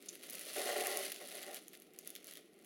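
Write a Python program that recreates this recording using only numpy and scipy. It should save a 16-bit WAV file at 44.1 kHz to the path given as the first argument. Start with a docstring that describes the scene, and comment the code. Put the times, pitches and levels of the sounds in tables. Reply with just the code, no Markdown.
"""A thin plastic bag is swept across the tray of a high chair and lifted, close to one microphone.
Its creases buckle in a dense crackle, with single sharp snaps, dull crunches and one zipping slip.
On the way it pushes a small plastic toy, which rolls and rocks and sets the hollow tray ringing.
Behind them lie the short reverberation and faint hush of a quiet, furnished room."""
import sys
import numpy as np
from scipy import signal
from scipy.fft import rfft, irfft
from scipy.io import wavfile

SR = 44100
rng = np.random.default_rng(int(sys.argv[2]) if len(sys.argv) > 2 else 0)


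def dump(signal):
    """Clip the signal to [-1, 1] and save it as 16-bit WAV at the path in sys.argv[1]."""
    limited = np.clip(np.atleast_2d(signal).T, -1, 1)
    pcm = np.round(limited * 32767).astype(np.int16)
    wavfile.write(sys.argv[1], SR, pcm)


N = 116865
TIME = np.arange(N) / SR

# How hard the bag is worked. Each row: time in seconds, relative level in dB.
BAG_EFFORT = [(0, -63.5), (.11, -61), (.145, -55.5), (.18, -63.5), (.24, -53.5), (.28, -56.5), (.33, -52.5),
              (.47, -50), (.55, -45), (.68, -42.5), (.85, -44), (1.05, -44), (1.12, -51), (1.18, -55),
              (1.26, -52.5), (1.38, -50.5), (1.51, -54), (1.565, -50), (1.63, -69.5), (1.71, -67.5),
              (1.745, -57.5), (1.78, -69.5), (1.9, -73.5), (2.03, -64), (2.09, -57.5), (2.14, -63),
              (2.24, -65.5), (2.29, -55), (2.34, -63), (2.38, -56), (2.41, -69), (2.5, -78.5), (2.65, -66)]
# The film's bright crackle and softer rustle. 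Each row: frequency in Hz, relative level in dB.
CRACKLE_SPECTRUM = [(300, -58), (950, -21), (2000, 1.5), (4000, -5), (6500, -4.5), (8400, -4), (10100, 5),
                    (12500, -1.5), (16000, -14)]
RUSTLE_SPECTRUM = [(200, -28.5), (600, 7), (930, -14), (1400, -2), (1600, -8), (1950, 2), (2400, -4.5),
                   (3000, 1), (5000, -2.5), (8400, -11), (10000, -1), (12500, -9.5), (16000, -11)]

def creases(spectrum, usual_per_s, spread_db, level_follows, patches=10):
    """Many small creases buckle in clumps, faster and louder the harder the bag is worked."""
    usual_db, rate_follows = -51, .7
    effort_db = curve(BAG_EFFORT) - usual_db
    per_s = usual_per_s / patches * from_db(rate_follows * effort_db)
    strength = from_db(usual_db + level_follows * effort_db) * clumps() / np.sqrt(patches)
    grains = sum(through(strength * random_clicks(per_s, spread_db), buckle()) for _ in range(patches))
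    return through(grains, colour(spectrum))

def buckle(tail_db=-1, tail_s=.0015, size=512):
    """A crease gives way: a crack, then the film around it shivers for a few milliseconds."""
    shiver = from_db(tail_db) * unit(rng.standard_normal(size) * np.exp(-TIME[:size] / tail_s))
    shiver[0] = 1  # the crack
    return unit(shiver)

def clumps(depth_db=1.5, per_s=110):
    """One buckling crease sets off its neighbours: a quickly wavering gain with mean power one."""
    knots = rng.standard_normal(N // 40)
    waver = np.interp(TIME * per_s, np.arange(len(knots)), knots)
    return unit(from_db(depth_db * waver)) * np.sqrt(N)

# Single creases snapping through, near the microphone.
# Each row: start in seconds, relative level in dB, relative share of body in dB.
SNAP_EVENTS = [(0.0235, -43.5, -4), (0.0586, -40.5, -10), (0.1271, -41, -11), (0.1536, -35.5, -7),
               (0.2982, -27.5, -24), (0.306, -25, -35), (0.332, -24.5, -42), (0.351, -26, -25),
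               (0.393, -25.5, -36), (0.7162, -31, -12), (0.8693, -15.5, -27), (0.971, -18.5, -32),
               (1.1184, -23.5, -7), (1.122, -26, -7.5), (1.1605, -45, 9.5), (1.4286, -31.5, -2.5),
               (1.5288, -37, -22), (1.5439, -26, -10.5), (1.5594, -33, -7), (1.5665, -34.5, -3),
               (1.681, -31, -17), (1.732, -36, -14), (1.7507, -40, -2.5), (1.799, -38.5, -28),
               (1.82, -38, -18), (1.935, -43, -25), (1.9875, -24.5, -41), (2.057, -40, -20),
               (2.0737, -24, -18), (2.092, -47, -12), (2.1023, -28.5, -17), (2.152, -31.5, -4),
               (2.1611, -32, -4.5), (2.2429, -32, -42), (2.2694, -31, -30), (2.324, -39, -3),
               (2.3357, -34, -9), (2.354, -38.5, -1.5), (2.371, -33.5, -6)]
# A snap's bright top and its lower body. Each row: frequency in Hz, relative level in dB.
SNAP_TOP_SPECTRUM = [(200, -58), (1000, -29), (3500, -23.5), (6300, -7), (8400, -13), (10200, -0.5),
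                     (12500, -4.5), (16000, -9.5)]
SNAP_BODY_SPECTRUM = [(120, -39), (400, -36), (1100, -18), (1900, 1), (3500, 5), (6000, -3), (12000, -9)]

def snaps(gain_db=4.5, body_gain_db=5.5, lag_s=.0012, echo_s=.0066, echo_db=-12.5):
    """Large creases snap with a crack and a lower pop;
    a weaker second click follows a few milliseconds later, reflected off the tray."""
    out = np.zeros(N + SR)
    top, body = colour(SNAP_TOP_SPECTRUM), colour(SNAP_BODY_SPECTRUM)
    for s, db, body_db in SNAP_EVENTS:
        for delay, loss_db in ((0, 0), (echo_s * rng.uniform(.5, 1.5), echo_db)):
            crack = signal.fftconvolve(top, buckle(tail_db=-2, tail_s=.00091))
            pop = from_db(body_db + body_gain_db) * signal.fftconvolve(body, buckle())
            start = int((s + lag_s + delay) * SR)
            out[start:start + len(crack)] += from_db(db + gain_db + loss_db) * (crack + pop)
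    return out[:N]

# Whole folds collapsing. Each row: start in seconds, relative level in dB, decay time in seconds.
FOLD_COLLAPSES = [(0.23, -61, 0.022), (0.563, -43, 0.013), (0.684, -37.5, 0.014), (0.756, -42, 0.014),
                  (0.846, -38, 0.017), (1.035, -45, 0.015), (1.427, -47, 0.011), (1.731, -58, .02),
                  (1.938, -62, 0.013), (2.276, -55.5, 0.016)]
# Their duller tone. Each row: frequency in Hz, relative level in dB.
CRUNCH_SPECTRUM = [(150, -59), (850, -22), (1200, 0), (1950, 7), (3200, 0.5), (5000, -7.5), (9000, -3),
                   (16000, -16)]

def crunches(attack_s=.009):
    """A fold gives way in a quick run of small cracks that dies down."""
    swell = np.zeros(N)
    for s, db, decay_s in FOLD_COLLAPSES:
        age = np.maximum(TIME - s, 0)
        swell += from_db(db) * np.minimum(age / attack_s, 1) * np.exp(-(age / decay_s) ** 2)
    return through(swell * random_clicks(per_s=3000, spread_db=-1), colour(CRUNCH_SPECTRUM))

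# The zip as the bag starts to move. Each row: centre in seconds, level in dB, half-width in seconds.
SLIP_JERKS = [(0.0865, -43, .0006), (0.0899, -40, 0.0016), (.096, -47, 0.0013)]
# Its thin hiss. Each row: frequency in Hz, relative level in dB.
SLIP_SPECTRUM = [(2000, -34), (3500, -11.5), (5000, -9), (6200, 0.5), (7300, 2), (8000, -23), (9600, -2),
                 (12000, -22), (16000, -30)]

def slip():
    """Film slides over film in a few quick, hissing jerks."""
    jerks = sum(from_db(db) * np.exp(-.5 * ((TIME - s) / width) ** 2) for s, db, width in SLIP_JERKS)
    return through(jerks * rng.standard_normal(N), colour(SLIP_SPECTRUM))

# The toy rolling on the tray, beside the bag. Each row: time in seconds, level in dB.
TOY_ROLL = [(.54, -92), (.565, -43.5), (.61, -41), (.63, -47), (.7, -38.5), (.75, -46), (.82, -42.5),
            (.95, -42), (1.03, -50), (1.08, -57), (1.18, -64.5), (1.22, -52), (1.28, -69), (1.35, -54.5),
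            (1.42, -61), (1.5, -49.5), (1.56, -60), (1.63, -74)]
# Its edges knocking on the tray. Each row: start in seconds, relative level in dB.
TOY_KNOCKS = [(.561, -35), (.572, -46), (.599, -42), (.689, -33), (.699, -39), (.73, -34), (.759, -27),
              (.784, -30.5), (.842, -43), (1.007, -44), (1.213, -41.5), (1.346, -43), (1.481, -41)]

def toy(bumps_per_s=1600, knock_gain_db=17.5, spots=6):
    """Small bumps and a few knocks of the rolling toy set the hollow tray ringing."""
    out = np.zeros(N)
    rolling = from_db(curve(TOY_ROLL)) / np.sqrt(spots)
    s, db = np.transpose(TOY_KNOCKS)
    for spot in range(spots):
        ring = tray_ring()
        bumps = rolling * random_clicks(bumps_per_s / spots, spread_db=1)
        knocks = clicks_at(s[spot::spots], db[spot::spots] + knock_gain_db)
        out += through(bumps + knocks, ring)
    return out

# Modes of tray and toy. 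Each row: frequency in Hz, relative level in dB, seconds to fall by 60 dB.
TRAY_MODES = [(380, -4.5, 0.13), (387.6, 2.5, 0.11), (434.3, -2.5, 0.13), (438.5, 3.5, 0.042),
              (506, -8, 0.037), (580.7, 1, 0.14), (690, -9.5, 0.043), (729.4, 3.5, 0.067), (788, 2, 0.057),
              (848, -23, .08), (1085, -10, 0.084), (1202, -7, 0.037), (1401, -3.5, 0.036),
              (1957, 13, 0.011)]
# The tray's dull thud. Each row: frequency in Hz, relative level in dB.
THUD_SPECTRUM = [(100, -32), (230, 2), (300, -5), (400, -14), (760, 5), (930, -12), (1900, -38),
                 (3200, -21), (8000, -32)]

def tray_ring(touch_s=.00079, thud_db=18, lowest_hz=260):
    """The tray answers a touch with a thud and a ring; each spot stirs the modes differently."""
    t = TIME[:SR // 2]
    ring = sum(from_db(db - 60 * t / t60) * np.sin(2 * np.pi * hz * t + rng.uniform(0, 2 * np.pi))
               for hz, db, t60 in TRAY_MODES)
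    ring *= 1 - np.exp(-t / touch_s)
    thud = colour(THUD_SPECTRUM)
    ring[:len(thud)] += from_db(thud_db) * thud
    return unit(signal.sosfilt(signal.butter(2, lowest_hz, "high", fs=SR, output="sos"), ring))

# What the room around the chair sends back. Each row: frequency in Hz, relative level in dB.
REVERB_SPECTRUM = [(200, 3), (3000, 12), (7000, 10), (16000, 1)]

def room(x, t60_s=.38, gap_s=.005):
    """Diffuse reverberation of a furnished room reaches the microphone just after the direct sound."""
    tail = rng.standard_normal(N) * from_db(-60 * TIME / t60_s) * (TIME > gap_s)
    return through(x, unit(through(tail, colour(REVERB_SPECTRUM))))

# Room tone, far in the background. Each row: frequency in Hz, relative level in dB.
HUSH_SPECTRUM = [(60, -28), (110, -7), (140, -8), (175, 0.5), (225, -1), (285, 2), (410, 4), (560, -9.5),
                 (720, -12), (900, -25.5), (1400, -18), (1600, -25.5), (2100, -15), (8000, -33),
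                 (10500, -23.5), (16000, -36)]

def hush(midway_db=-63, fade_db_per_s=1.5):
    """The still room's faint, low hush sinks slowly."""
    level = from_db(midway_db - fade_db_per_s * (TIME - TIME.mean()))
    return level * through(rng.standard_normal(N), colour(HUSH_SPECTRUM))

def from_db(db):
    """Decibels to gain."""
    return 10 ** (np.asarray(db) / 20)

def unit(x):
    """Scale to an energy of one."""
    return x / np.sqrt(np.sum(x ** 2) + 1e-20)

def curve(rows):
    """Join (seconds, value) rows by straight lines."""
    return np.interp(TIME, *np.transpose(rows))

def through(x, response):
    """Pass a sound through an impulse response."""
    return signal.fftconvolve(x, response)[:N]

def colour(points, size=4096):
    """Causal, minimum-phase response with the given spectrum; energy one."""
    hz, db = np.transpose(points)
    grid_hz = np.maximum(np.fft.rfftfreq(size, 1 / SR), 1)
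    gain = from_db(np.interp(np.log(grid_hz), np.log(hz), db))
    cepstrum = irfft(np.log(gain))
    cepstrum[1:size // 2] *= 2
    cepstrum[size // 2 + 1:] = 0
    return unit(irfft(np.exp(rfft(cepstrum))))

def clicks_at(s, db):
    """One click at each time."""
    out = np.zeros(N)
    out[np.clip((s * SR).astype(int), 0, N - 1)] = from_db(db)
    return out

def random_clicks(per_s, spread_db):
    """Clicks of uneven size at random moments; mean power one."""
    chance = np.minimum(per_s / SR, 1)
    size = from_db(spread_db * np.minimum(rng.exponential(1, N), 3))
    clicks = (rng.random(N) < chance) * rng.choice([-1, 1], N)
    return clicks * unit(size) * np.sqrt(N / chance)

def scene():
    """Bag and toy up close, in mono; the bag's reverberation and the room's hush behind them."""
    crackle = creases(CRACKLE_SPECTRUM, usual_per_s=380, spread_db=5.5, level_follows=.99)
    rustle = creases(RUSTLE_SPECTRUM, usual_per_s=3000, spread_db=4.5, level_follows=1.005)
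    bag = from_db(-4.5) * crackle + from_db(-1.5) * rustle + snaps() + crunches()
    zipping = slip()
    background = room(from_db(-14) * bag + from_db(-15) * zipping) + hush()
    return (bag + zipping + toy() + background)[None]

# The microphone's own noise. Each row: frequency in Hz, relative level in dB.
HISS_SPECTRUM = [(25, 7), (100, 13.5), (400, -13.5), (16000, -8)]

def record(dry):
    """The microphone cuts the bass, dips in the middle, adds a trace of hiss and cuts the top steeply."""
    low_cut_hz, top_cut_hz, hiss_db = 166, 16500, -89.5
    dip_hz, dip_q, dip_db = 922, 4.7, -4
    thin = signal.sosfilt(signal.butter(6, low_cut_hz, "high", fs=SR, output="sos"), dry)
    middle = signal.lfilter(*signal.iirpeak(dip_hz, dip_q, fs=SR), thin)
    hollow = thin - (1 - from_db(dip_db)) * middle
    hiss = from_db(hiss_db) * through(rng.standard_normal(N), colour(HISS_SPECTRUM))
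    return signal.sosfilt(signal.ellip(10, .2, 70, top_cut_hz, fs=SR, output="sos"), hollow + hiss)

dry = scene()
out = record(dry)
dump(out)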